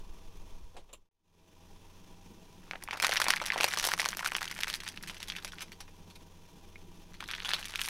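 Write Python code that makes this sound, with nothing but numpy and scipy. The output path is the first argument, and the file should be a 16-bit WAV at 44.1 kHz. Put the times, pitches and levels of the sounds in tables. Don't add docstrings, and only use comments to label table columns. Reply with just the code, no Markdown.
import sys
import numpy as np
from scipy import signal
from scipy.fft import rfft, irfft
from scipy.io import wavfile
from scipy.ndimage import uniform_filter1d

SR = 44100
rng = np.random.default_rng(int(sys.argv[2]) if len(sys.argv) > 2 else 0)


def wrap_up_sound(samples):
    columns = np.atleast_2d(samples).T
    tamed = np.clip(columns, -1, 1)
    steps = np.round(tamed * 32767).astype(np.int16)
    wavfile.write(sys.argv[1], SR, steps)


N = 347949
TIME = np.arange(N) / SR


def amp(db):
    return 10 ** (np.asarray(db) / 20)


def unit(x):
    return x / np.sqrt(np.mean(x ** 2) + 1e-20)


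def curve(rows, t=TIME, order=1):
    rows = np.array(rows)
    return np.interp(t, rows[:, 0], rows[:, order])


def colour(rows, hz, order=1):
    rows = np.array(rows)
    return np.interp(np.log(hz + 1), np.log(rows[:, 0] + 1), rows[:, order])


def peaks(modes, hz):
    total = 0
    for centre, width, db in modes:
        total = total + amp(db) ** 2 / (1 + (2 * (hz - centre) / width) ** 2) ** 2
    return total


def add(mix, s, sound):
    part = mix[max(round(s * SR), 0):][:len(sound)]
    part += sound[:len(part)]


def noise(spectrum, modes=()):
    hz = np.fft.rfftfreq(N, 1 / SR)
    gain = amp(colour(spectrum, hz)) * np.sqrt(1 + peaks(modes, hz))
    return unit(irfft(rfft(rng.standard_normal(N)) * gain, N))


def drift(hz):
    lowpass = np.exp(-(np.fft.rfftfreq(N, 1 / SR) / hz) ** 2)
    return unit(irfft(rfft(rng.standard_normal(N)) * lowpass, N))


FADE_OUT_S, SILENT_FROM_S, SILENT_TO_S, RISE_FROM_S, FADED_IN_S = 0.48, 1.088, 1.112, 1.22, 1.755
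CUT_GAIN, FAINT_GAIN = 0.026, 0.02


def fades():
    before = np.interp(TIME, [FADE_OUT_S, SILENT_FROM_S], [1, CUT_GAIN], right=0)
    after = np.interp(TIME, [SILENT_TO_S, RISE_FROM_S, FADED_IN_S], [FAINT_GAIN, 2 * FAINT_GAIN, 1], left=0)
    return before, after


# centre in seconds, level in dB.
GUSTS = [(0.111, -37), (.42, -48), (.64, -39)]
# frequency in Hz, relative density in dB per Hz.
BUFFET = [(5, 1), (14, 6.5), (26, -4.5), (50, -10.5), (90, -35), (200, -41), (600, -72)]
# frequency in Hz, relative density in dB per Hz.
RUSH = [(100, -10), (300, -20), (480, 12), (750, -4), (1150, 11), (1500, -16), (3400, -23), (5500, -25),
        (9000, -39)]
GUST_S, BREEZE_DB, CALM_DB = 0.019, -45, -58


def wind(rush_db=-71):
    before, after = fades()
    puffs = sum(amp(db) * np.exp(-((TIME - s) / GUST_S) ** 2) for s, db in GUSTS)
    push = (before * (amp(BREEZE_DB) + puffs) + after * amp(CALM_DB)) * noise(BUFFET)
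    rush = amp(rush_db + 2 * drift(25)) * before * noise(RUSH)
    return push + rush


# time in seconds, firing rate in Hz.
FIRING = [(1.5, 21.55), (2.3, 21.99), (2.8, 21.77), (3.7, 21.58), (4.25, 21.84), (5.2, 21.68), (6.2, 21.57),
          (6.75, 21.61), (7.4, 21.65)]
# multiple of the firing rate, rms level in dB relative to drone_db.
DRONE = [(1, -56), (2, -74.5), (3, -82), (4, -61.5), (5, -68.5), (7, -72), (8, -68.5), (9, -75.5),
         (10, -78.5)]
# frequency in Hz, relative density in dB per Hz.
WASH = [(60, -20), (250, -4.5), (450, -2.5), (560, -10.5), (1000, -16.5), (1450, -15.5), (2200, -18),
        (3200, -13.5), (4700, -21), (6300, -19), (7800, -25), (11000, -25), (16000, -28.5)]
# centre in Hz, width in Hz, level in dB above the wash.
CAVITY = [(650, 19, 11.5), (803, 38, 12.5), (969, 134, 13.5), (1160, 31, 8.5), (2410, 180, 3.5),
          (2660, 160, 2.5), (3500, 120, 2.5), (5630, 2700, 2), (9800, 550, 2)]
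# frequency in Hz, relative density in dB per Hz.
ROLL = [(40, -34), (110, -15), (170, 10.5), (260, -4), (340, 1.5), (520, -16.5), (900, -45), (3000, -37)]
# time in seconds, rolling level in dB relative to roll_db.
ROLLING = [(.9, -63.5), (2, -65), (2.28, -58.5), (2.34, -52.5), (2.41, -58), (2.6, -60), (4.3, -55.5),
           (5.75, -57.5), (6.3, -60.5), (7.1, -57), (7.89, -61)]


def car(wash_db=-61, roll_db=-3.5, drone_db=-2, waver=0.25, throb_db=1.03, flutter_db=1.58):
    turns = np.cumsum(curve(FIRING)) / SR
    drone = 0
    for k, db in DRONE:
        swell = amp(db) * np.sqrt(2) * (1 + waver * drift(4.9))
        drone = drone + swell * np.sin(2 * np.pi * (k * turns + rng.random()))
    pulsing_db = throb_db * np.cos(2 * np.pi * turns) + flutter_db * drift(96)
    wash = amp(wash_db + pulsing_db) * noise(WASH, CAVITY)
    roll = amp(roll_db + curve(ROLLING) + 2.9 * drift(22)) * noise(ROLL)
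    return sum(fades()) * (amp(drone_db) * drone + wash + roll)


# start in seconds, level in dB before onset and decay, decay in seconds,
# upper middle in dB, treble in dB, share of the bright piece from 0 to 1.
CLACKS = [(.749, -54, 0.023, -12, -20, .3), (.766, -43.5, 0.02, -1, -0.5, 0),
          (0.892, -56, 0.022, 2, -7, 0.5), (0.9296, -43, 0.011, -2, 11.5, 0.95),
          (0.937, -50, 0.011, 9, -2, 1)]
# centre in Hz, width in Hz, level in dB.
BRIGHT_PIECE = [(480, 320, 1.5), (1080, 310, 0.5), (2800, 1200, -8), (3800, 1100, -12), (7200, 890, -8),
                (9700, 900, -17), (10600, 700, -21), (12000, 800, -22), (14900, 1000, -28)]
# frequency in Hz, level in dB.
DULL_PIECE = [(100, -13), (520, 5.5), (1000, -5), (1500, -12), (3600, -10), (6000, -20), (9000, -20),
              (14000, -40)]


def clacks(size=5000):
    hz, t = np.fft.rfftfreq(size, 1 / SR), np.arange(size) / SR
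    out = np.zeros(N)
    for s, db, decay_s, middle_db, treble_db, bright in CLACKS:
        body = np.sqrt(bright * peaks(BRIGHT_PIECE, hz) + (1 - bright) * amp(colour(DULL_PIECE, hz)) ** 2)
        gain = body * amp(colour([(1000, 0), (2500, middle_db), (7000, treble_db)], hz))
        contacts = .35 + np.exp(-3 * (t * rng.uniform(220, 340) % 1))
        chatter = unit(irfft(rfft(contacts * rng.standard_normal(size)) * gain, size))
        onset = 1 - np.exp(-t / 0.00064)
        add(out, s, amp(db) * chatter * np.exp(-t / decay_s) * onset)
    return out


# frequency in Hz, starting level in dB, decay in seconds.
PING = [(2200, -40.5, 0.0042), (2430, -48, .007), (3750, -57, .003)]
PING_S = 6.7576


def ping():
    t = np.maximum(TIME - PING_S, 0)
    return sum(amp(db) * np.exp(-t / decay_s) * np.sin(2 * np.pi * hz * t) for hz, db, decay_s in PING)


BANDS_HZ = [620, 1750, 4600, 10000]
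# knock, crack and fizz in dB against the middle band.
REFERENCE_DB = [-32, -6, -17.5]
# frequency in Hz, level in dB.
SHELL = [(40, -29), (200, -15.5), (400, -7.5), (900, 1), (1300, -0.5), (2200, 0.5), (3400, 1.5),
         (4200, 1.5), (6000, 5), (7100, 0), (10000, 4.5), (14000, -3), (16500, -14)]
RING_SHARE, RING_HZ = 0.08, 110
PATCH_DB = 3.2


def snap(ring_hz, knock_db, crack_db, fizz_db, ring_db, tear_s, edge_share=.45, size=1024):
    hz, t = np.fft.rfftfreq(size, 1 / SR), np.arange(size) / SR
    bands_db = colour(list(zip(BANDS_HZ, [knock_db, 0, crack_db, fizz_db])), hz)
    patch_db = PATCH_DB * unit(uniform_filter1d(rng.standard_normal(len(hz)), size=14))
    top_hz = np.clip(2 * ring_hz, 3000, 6000)
    dullness_db = np.clip(REFERENCE_DB[2] - fizz_db, 0, 15)
    edge_db = edge_share * dullness_db * np.clip(4 * np.log2((hz + 1) / top_hz), 0, 1)
    ring = 1 + amp(ring_db) ** 2 / (1 + ((hz - ring_hz) / (RING_SHARE * ring_hz + RING_HZ)) ** 2)
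    log_gain = np.log(amp(bands_db - edge_db + patch_db + colour(SHELL, hz)) * np.sqrt(ring))
    mirrored = np.r_[log_gain, log_gain[-2:0:-1]]
    response = np.exp(np.conj(signal.hilbert(mirrored)))[:len(hz)]
    tear_s = tear_s * rng.uniform(.7, 1.3) * np.interp(fizz_db, [-35, -18], [.6, 1])
    force = rfft(rng.standard_normal(size) * t * np.exp(-t / tear_s))
    force = force / np.sqrt(uniform_filter1d(abs(force) ** 2, 20) + 1e-30)
    return unit(irfft(force * response)[:size // 2]) / np.sqrt(size // 2)


# time in seconds, level in dB.
CRINKLE = [(2.6, -60), (2.88, -56), (3.04, -44), (3.15, -41), (3.32, -34.5), (3.39, -41), (3.64, -32.5),
           (3.75, -34.5), (3.87, -33.5), (3.95, -44), (4.17, -38.5), (4.7, -44.5), (4.95, -48),
           (5.6, -50.5), (5.87, -67.5), (7.18, -56.5), (7.3, -49), (7.5, -43), (7.89, -40.5)]
# time in seconds, echo level in dB relative to echo_db,
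# brightness of the crinkles in dB.
COVER = [(2.7, -5.5, -34), (3.1, -7, -7), (3.7, -3.5, 1.5), (4.3, -10, 9), (4.8, -5, 1), (5.3, -2.5, 4),
         (5.8, 1.5, 2), (6.75, 5, -4), (7.3, -2, 3), (7.55, -1, 4), (7.89, -6.5, 22.5)]
FOLDS_PER_S, FOLD_SPREAD_DB, CLUMP_DB = 300, 5.0, 4.0
TEAR_S = 0.00032


def crinkle(pitch_hz=2000, ring_db=12, knock_db=-9, crack_db=-8, fizz_db=-15.5, count=60):
    pressure = np.maximum(amp(curve(CRINKLE)) - amp(-60.5), 0)
    met = TIME > CRINKLE[0][0]
    chance = FOLDS_PER_S / count / SR * amp(CLUMP_DB * drift(70)) * met
    out = np.zeros(N)
    for _ in range(count):
        pitch, knock, crack, fizz = rng.standard_normal(4)
        bands_db = [knock_db + 4 * knock, crack_db + 4 * crack, fizz_db + 4 * crack + 4 * fizz]
        fold = snap(pitch_hz * np.exp(.5 * pitch), *bands_db, ring_db, TEAR_S / 2)
        at = np.flatnonzero(rng.random(N) < chance)
        sizes = amp(FOLD_SPREAD_DB * (np.minimum(rng.exponential(1, len(at)), 3) - 3.0))
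        for i, strength in zip(at, sizes * pressure[at]):
            add(out, i / SR, strength * fold)
    dull = signal.sosfilt(signal.butter(1, 2500, fs=SR, output="sos"), out)
    tilt = amp(curve(COVER, order=2) / 2)
    return np.sqrt(SR / FOLDS_PER_S) * (dull / tilt + (out - dull) * tilt)


def lesser_snaps(per_s=34, above_db=-3.0, spread_db=3.0, pitch_hz=2100, octaves_per_db=0.5,
                 scatter_octaves=0.56, knock_db=-8, bright_db=-8.0, bright_per_db=0.94,
                 scatter_db=3.5, count=200):
    s = CRINKLE[0][0] + (np.arange(count) + rng.random(count)) / per_s
    level, pitch, knock, bright = np.clip(rng.standard_normal((count, 4)), -2, 2).T
    pressed_db, flat_db = curve(CRINKLE, s), curve(COVER, s, order=2)
    db = pressed_db + above_db + spread_db * level
    ring_hz = pitch_hz * 2 ** (octaves_per_db * flat_db + scatter_octaves * pitch)
    knocks_db = knock_db + scatter_db * knock
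    brights_db = bright_db + bright_per_db * flat_db + scatter_db * bright
    rows = np.c_[s, db, ring_hz, knocks_db, brights_db, curve(COVER, s)]
    return rows[(s < TIME[-1]) & (pressed_db > -57)]


CRACK_SLOPE, FIZZ_SLOPE = 0.54, 1.29
TEAR_OCTAVES_PER_DB = 0.08


def strikes(rows, ring_db, contrast, before_db=-17, after_db=-15, span_s=0.004):
    out = np.zeros(N)
    for (s, db, ring_hz, knock_db, bright_db, deep_db), chance in zip(rows, rng.random((len(rows), 6))):
        crack_db = REFERENCE_DB[1] + CRACK_SLOPE * bright_db
        fizz_db = REFERENCE_DB[2] + FIZZ_SLOPE * bright_db
        bands_db = np.array([knock_db, crack_db, fizz_db])
        bands_db = np.array(REFERENCE_DB) + contrast * (bands_db - REFERENCE_DB)
        ping_db = ring_db + 0.24 * (REFERENCE_DB[2] - bands_db[2])
        tear_s = TEAR_S * 2 ** (TEAR_OCTAVES_PER_DB * deep_db)
        strength = amp(db) * np.sqrt(span_s * SR)
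        add(out, s, strength * snap(ring_hz, *bands_db, ping_db, tear_s))
        for way, slip_db, (lag, shift, size) in zip([-1, 1], [before_db, after_db], chance.reshape(2, -1)):
            slip_s = way * (.001 + .004 * lag)
            slip = amp(slip_db + 0.5 * min(bright_db, 0) + 0.37 * deep_db) * 2 * size ** 2
            slip_hz = ring_hz * 2 ** (shift - .5)
            add(out, s + slip_s, strength * slip * snap(slip_hz, *bands_db, ping_db, TEAR_S / 2))
    return out


def hidden(rows, deepest_knock_db=0):
    return [(s, db + echo_db, hz, min(knock_db, deepest_knock_db), bright_db, echo_db)
            for s, db, hz, knock_db, bright_db, echo_db in rows]


# frequency in Hz, 60 dB decay time in seconds, level in dB.
UNDERBODY = [(200, 0.31, 2), (616, 0.15, 7.5), (1570, 0.1, 1), (2800, 0.1, 4.5), (5700, 0.12, 2.5),
             (14300, 0.064, 5)]


def underbody(x, early_db=5, early_s=0.0077, onset_s=0.0027, size=12000):
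    t = np.arange(size) / SR
    taps = rng.standard_normal(size) * (rng.random(size) < .25)
    taps = taps * np.minimum(t / onset_s, 1) ** 2 * (1 + amp(early_db) * np.exp(-t / early_s))
    hz, when, z = signal.stft(taps, SR, nperseg=128)
    decay = np.exp(-np.log(1000) * when / colour(UNDERBODY, hz)[:, None])
    z = z * decay * amp(colour(UNDERBODY, hz, order=2))[:, None]
    tail = signal.istft(z, SR, nperseg=128)[1]
    return signal.oaconvolve(x, tail / np.linalg.norm(tail))[:N]


def echoes(x, count=4):
    place = ((TIME * 31) % count).astype(int)
    return sum(underbody(x * (place == k)) for k in range(count))


# frequency in Hz, gain in dB.
FLATTENED = [(700, -1.5), (1400, 1.5), (2100, -1.5), (3000, 0.5), (3800, 2.5), (4900, -1), (6000, 0.5),
             (9000, 0)]
RETURN_S = 6.5


def flattened(x):
    hz = np.fft.rfftfreq(N, 1 / SR)
    flat = irfft(rfft(x) * amp(colour(FLATTENED, hz)), N)
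    return np.where(TIME < RETURN_S, x, flat)


# time in seconds, level in dB, ring pitch in Hz,
# knock against the middle band in dB, brightness in dB, echo in dB.
SNAPS = [(2.7112, -31.5, 2250, 4, -7.5, -8), (2.7344, -36.5, 815, 3, -16, 0),
         (2.7541, -42, 845, 7, -20, -2), (2.7571, -39, 1950, 5, -12, -5), (2.8224, -47, 1500, -8, -10, -6),
         (2.8257, -43, 1780, 1, 0, -5), (2.8373, -39, 4500, 18, 19, -3), (2.8764, -39.5, 2240, -1, -17, -5),
         (2.8868, -34, 925, -13, -22, -4), (2.9096, -31, 2260, -2, -5, -2),
         (2.9308, -31.5, 1800, 11, -2, 5.5), (2.9425, -42, 760, 6, -14, -2),
         (2.9499, -40, 1460, 15, -20, -1), (2.9573, -42, 990, 13, -13, -11), (2.9728, -38.5, 1280, 4, 1, 5),
         (3, -27, 2330, -4, 0.5, -2), (3.0226, -30.5, 1070, 9, 17, 3), (3.0264, -24.0, 1870, -3, 0, 2),
         (3.0379, -27, 1790, 6.5, 1, 2.5), (3.0462, -19.5, 1370, -13, -3, 1.5),
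         (3.0492, -25, 1500, -8, -3, -2), (3.0609, -39, 1460, -12, 4, -5), (3.0676, -24, 2060, -1, 7, -6),
         (3.081, -32, 1850, 7, 1, -4), (3.0929, -26.5, 680, 4.5, 2, 0), (3.101, -40, 2020, -7, -2, -5),
         (3.112, -31, 2924, 5, 2, 1), (3.1208, -25.5, 2740, -13, -4, 2.5), (3.1255, -33, 2070, -4, 0, -5),
         (3.1291, -26.5, 1550, 4, -3, -4), (3.1368, -30.5, 1890, 5, 10, 3), (3.1483, -34, 1940, 6, -4, -6),
         (3.1584, -28, 2200, -7, -2, -2), (3.166, -27.5, 2360, -12, -5, 5),
         (3.1706, -23.5, 4870, -23, -3, -3), (3.176, -29.5, 2845, -18, 3, -5),
         (3.201, -24, 1110, 4.5, 3.5, 1), (3.2165, -22.0, 1830, -8, 1.5, -1),
         (3.2208, -28.5, 3190, 8, 0, 0), (3.2419, -30, 1510, 2, 7, 2), (3.257, -32, 2070, -6, -13, -2),
         (3.2662, -27, 2200, 8, -13, 1), (3.2834, -23, 850, 4.5, 3.5, 1.5), (3.3016, -31, 2020, 2, 4, -10),
         (3.3048, -17, 2090, -5.5, 3, -3.5), (3.3306, -35, 2630, -4, -3, -6),
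         (3.337, -22.5, 1600, -6, -5.5, -3), (3.3613, -33, 2410, -20, 7, 2),
         (3.367, -29.5, 2090, -14, -13, -10), (3.375, -34, 2930, -1, -6, -16),
         (3.4006, -32.5, 2200, -5, -8, -2), (3.4154, -30.0, 900, 9.5, -2, 0),
         (3.4209, -33.5, 650, 6, -3, -4), (3.4493, -38, 2330, -2, -12, -6), (3.4573, -35.5, 5300, -9, 6, 0),
         (3.4621, -30.5, 3200, -21.5, 5, 2.5), (3.4709, -36, 1460, -12, 6, -5),
         (3.4833, -35, 1890, -12, -1, -1), (3.5025, -22, 2050, -40, -16, -6),
         (3.5207, -26.5, 2490, -15, -5.5, -7), (3.5345, -34.5, 980, 4, -1, 8),
         (3.5602, -28, 650, 4, -15, -1.5), (3.5785, -30.5, 3160, 11, -3, 0), (3.586, -33, 1720, 0, 0, -3),
         (3.594, -40, 2540, 12, 5, -5), (3.6032, -28.5, 2326, 15.5, -3, 0), (3.6091, -22, 2510, 2, 2, -2),
         (3.6211, -36, 3960, -4, -1, -4), (3.6328, -24, 2670, 2, 4, -10), (3.6425, -18, 2550, 10, 5, -2.5),
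         (3.6645, -37, 1710, -9, 6, -8), (3.6787, -32.5, 2070, 4, 2, 6), (3.7372, -25.5, 1970, -2, 1, -8),
         (3.7729, -27.5, 1020, 6.5, 4.5, -2), (3.7868, -28.5, 6000, -10, 6, -13),
         (3.7975, -26, 5600, -5, 3, -4), (3.8096, -36, 3230, -6, 5, -5), (3.8146, -37, 5770, -3, 1, 0),
         (3.8275, -34, 1640, 3, 10, 2), (3.8408, -25.5, 3480, -5, 3, 5.5), (3.8512, -26, 3060, 11, 13, -4),
         (3.867, -28, 4130, 13, 17, 2), (3.873, -26.5, 5600, 16, 9, -9), (3.8873, -27.5, 930, 2, 2, 1),
         (3.9135, -38, 4600, -8, 0, -6), (3.9169, -25, 1780, 2.5, 2, -5), (3.9321, -35, 1160, 7, 9, -5),
         (3.9369, -23.0, 1490, -1, 0, -5.5), (3.9782, -36.5, 1040, -4, 2, 3),
         (3.9887, -36.0, 5660, -2, 14, -5), (3.997, -23, 2230, -2.5, -1, 1),
         (4.0016, -27.5, 2170, -5, 7, -2), (4.0053, -30, 5380, -10, 0, -3),
         (4.0172, -28.5, 2140, -8, 6, -7), (4.0295, -34, 1080, -2, -2, -4), (4.0438, -32, 1670, 2, 1, -3),
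         (4.0529, -30.5, 2110, -13, 1, -5), (4.0587, -24, 1265, -3.5, -1.5, -2),
         (4.0877, -27.5, 6200, 3.5, 9.5, -2), (4.106, -42, 3530, -8, 5, -3), (4.13, -33, 1676, -12, -13, 6),
         (4.1704, -34, 3600, 8, 15.5, 1), (4.1928, -32.5, 2270, 2, 0, -3), (4.2085, -37, 1130, 7, -13, -6),
         (4.2297, -33.5, 1495, -1.5, -15.5, 4), (4.246, -31, 1150, 5, 1, 3), (4.2516, -36, 1120, -6, 6, -7),
         (4.2605, -24, 1550, -7, -1.5, -1), (4.274, -31.5, 1030, -1, 12, -8),
         (4.288, -37, 2330, -20, -9, -8), (4.3193, -30, 1060, -7, -7, -1), (4.351, -25, 2690, -7, -7, -2),
         (4.365, -29, 1810, 4, 7, 3.5), (4.3835, -34.5, 2690, -2, -6, -4),
         (4.4093, -37.5, 1340, -3.5, 0.5, -4), (4.4173, -31.5, 1710, 1, -4, 1),
         (4.4288, -32, 1010, -8, 1, 0), (4.4435, -37, 2020, -3, 4, -4), (4.4555, -38.5, 6000, -13, 3, 0),
         (4.4689, -45, 1420, -3, -1, -5), (4.4784, -35, 3065, -19, -5, -9), (4.499, -44, 1890, -5, 5, -1),
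         (4.5127, -33.5, 2100, -2, 3.5, 5), (4.5253, -42.5, 3750, -13, -3, -6),
         (4.55, -46, 5080, -6, 19, 0), (4.5639, -42, 1345, -10, -7.5, -6), (4.5695, -45, 2240, -3, 2, -5),
         (4.5797, -45, 1940, -14, 1, -5), (4.59, -35.5, 2230, -2, -2, -11),
         (4.6053, -36.5, 1680, -5, 6, -3), (4.6095, -34, 2260, -33, 2, -10),
         (4.6232, -38.5, 2840, -21, -10, -5), (4.6288, -41, 3610, -15, -3, -7),
         (4.634, -24, 3060, -14, 2.5, -10), (4.644, -33, 2800, -17, -2, -9),
         (4.6702, -41, 2600, -10, 5, -2), (4.6735, -34.5, 1420, -4, -8, -2),
         (4.6805, -33.5, 2300, -7, 5, 6), (4.6952, -41, 2410, -8, 5, -4), (4.7, -30.5, 3490, -13, 4, 1),
         (4.7291, -38, 2200, -13, 3, -1), (4.7376, -41, 5500, -12, 6, -3),
         (4.7397, -28.5, 4110, -20, -1, -7), (4.7475, -35.5, 2620, -29, 1, -3),
         (4.7544, -37, 1800, -16, 6, 6), (4.8034, -39, 3400, -9, 1, 4), (4.8354, -40.5, 1720, -7, 4, -1),
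         (4.8429, -51, 5150, -6, 8, -7), (4.8649, -39, 2090, -4, -4, 7),
         (4.8779, -33.5, 5940, -16, -0.5, -4), (4.8879, -35.5, 3290, -27, 8, 0.5),
         (4.9611, -50, 4740, -5, 8, -1), (4.9745, -37, 3130, -15, -8, -7), (5.0267, -43.5, 5940, -1, 21, 1),
         (5.0362, -39.0, 1900, -6.5, -1.5, 1), (5.0744, -41.5, 2000, -9, 5, 9),
         (5.089, -43, 3620, -7, 4, -4), (5.0974, -36, 2950, -5, -2.5, 3), (5.1447, -45.5, 2370, -16, 6, 1),
         (5.1676, -44, 3190, -10, -4, 3), (5.2036, -41, 3750, -2, 2, -1), (5.2214, -45, 2070, -15, -3, -5),
         (5.2292, -34.5, 3480, -37, 2.5, -4), (5.2756, -47, 3270, -10, 6, -3),
         (5.283, -39, 3400, -11, 5, 6), (5.3002, -30, 3700, -36, -6, -4), (5.3209, -36, 2630, -20, -4, -6),
         (5.3248, -44, 3220, -8, 2, -5), (5.337, -45, 2150, -21, -10, -7), (5.352, -40, 2110, -16, -5, -2),
         (5.364, -34, 2980, -9, 0, -1.5), (5.3846, -40, 2750, -16, -7, 0), (5.4255, -48, 3880, -4, 3, -6),
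         (5.4472, -32.5, 3220, 4, 6, -0.5), (5.4712, -44, 2530, -14, -7, -5),
         (5.478, -42.5, 2200, -23, 4, 1), (5.5206, -42, 3430, -18, 0, -4),
         (5.534, -41.5, 1460, -10.5, -12.5, -9), (5.5846, -40.5, 2890, -11, -5, -5),
         (5.6073, -38, 1620, -11, 2, 0.5), (5.6193, -37, 3025, -7.5, 5.5, 2.5),
         (5.7192, -42.5, 2090, -18, 2.5, -1), (5.8044, -41.5, 5600, 3, 4, 2.5),
         (5.8785, -53, 2300, -8, -6, -2), (6.1014, -52.5, 3340, 7, 3, 1.5),
         (6.156, -50, 3978, -4.5, 6, 0.5), (7.1416, -48.5, 2172, -12, -2, 0.5),
         (7.2042, -42, 1400, -10, -8, -8), (7.2058, -36, 2400, -4, -2.5, -2),
         (7.2259, -38, 1040, -4, -9, -3), (7.2399, -41, 1894, -14, -1, -7), (7.2777, -47, 4870, -7, 14, 3),
         (7.2878, -37.0, 2175, -11.5, -5, 2), (7.3048, -35, 2423, -11, -8, -11),
         (7.3128, -32.5, 1740, -20, -1, -4), (7.3278, -46, 1500, -7, -3, -8),
         (7.3358, -32.5, 3190, -17, -18, -5), (7.3396, -32.5, 2700, -30, -15, -11),
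         (7.3504, -36, 3020, -22, -3, -4), (7.362, -44, 3320, -14, -1, -1),
         (7.3824, -39, 1890, -12, -11, -7), (7.3906, -45, 2070, -12, -6, -7),
         (7.3977, -47, 3620, -5, 3, -8), (7.4026, -34.5, 3370, -21, -23, -11),
         (7.4224, -40, 4440, -16, -14, -2), (7.4479, -32, 3040, -1, -2, -1),
         (7.4557, -34, 3140, -12.5, -6, 4.5), (7.4753, -45, 2360, -10, -2, -6),
         (7.4835, -41, 1100, -8, -14, -6), (7.486, -38, 2930, -1, -4, -1), (7.4906, -29, 3220, -5, 1, -2),
         (7.5063, -31, 2420, -7, -2, 1), (7.516, -28.5, 3700, -21, -14, -10),
         (7.535, -22.5, 3700, -8, -2, -1), (7.5648, -40.5, 3660, -12, -7, -5),
         (7.5838, -40, 1870, -5, -4, 3), (7.599, -46.5, 2630, -3, 0, -4),
         (7.6281, -37, 2990, -24.5, -4, -9), (7.6352, -46, 4090, -5, 4, -9),
         (7.6502, -47, 2200, -13, -1, -6), (7.6546, -37, 2880, -22, 1, -4), (7.6836, -41, 2500, -11, 8, -3),
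         (7.7068, -45, 4890, -5, 11, -5), (7.721, -47, 1340, -8, 0, -3), (7.7382, -38, 2630, -5, -10, 2),
         (7.7515, -40, 1600, -9, -4, -5), (7.7572, -27.5, 2750, -18, 2.5, -5),
         (7.7774, -45, 3620, -2.5, 10, -5), (7.7901, -36, 2240, -13, -9, -8),
         (7.7936, -30.5, 2290, -11, -5, -7), (7.8157, -27.5, 3030, -14, 6, -6),
         (7.8364, -39, 6000, -16, 15, -1), (7.8466, -41, 4900, -8, 6, -6),
         (7.8592, -35.0, 2450, -16, 12, 3), (7.8787, -36.5, 1065, -6, -6, -4),
         (7.8864, -38, 2840, -15, -7, -6)]


def scene(echo_db=-2.5, crinkle_echo_db=-4.0, lesser_echo_db=-7):
    folds = crinkle()
    lesser = strikes(lesser_snaps(), ring_db=12.5, contrast=1.0)
    straight = strikes(SNAPS, ring_db=8.5, contrast=0.93) + folds + lesser
    thrown = strikes(hidden(SNAPS), ring_db=3.5, contrast=0.95)
    scattered = thrown + amp(crinkle_echo_db) * folds + amp(lesser_echo_db) * lesser
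    wet = amp(echo_db + curve(COVER))
    shade = 1 / np.sqrt(1 + 1.27 * wet ** 2)
    pack = flattened(shade * straight + echoes(wet * scattered))
    return (pack + ping() + clacks() + car() + wind())[None]


EDGE_HZ = 15900


def record(dry):
    lowpass = signal.firwin(255, EDGE_HZ, window=("kaiser", 9), fs=SR)
    return signal.oaconvolve(dry, lowpass[None], "same")


dry = scene()
out = record(dry)
wrap_up_sound(out)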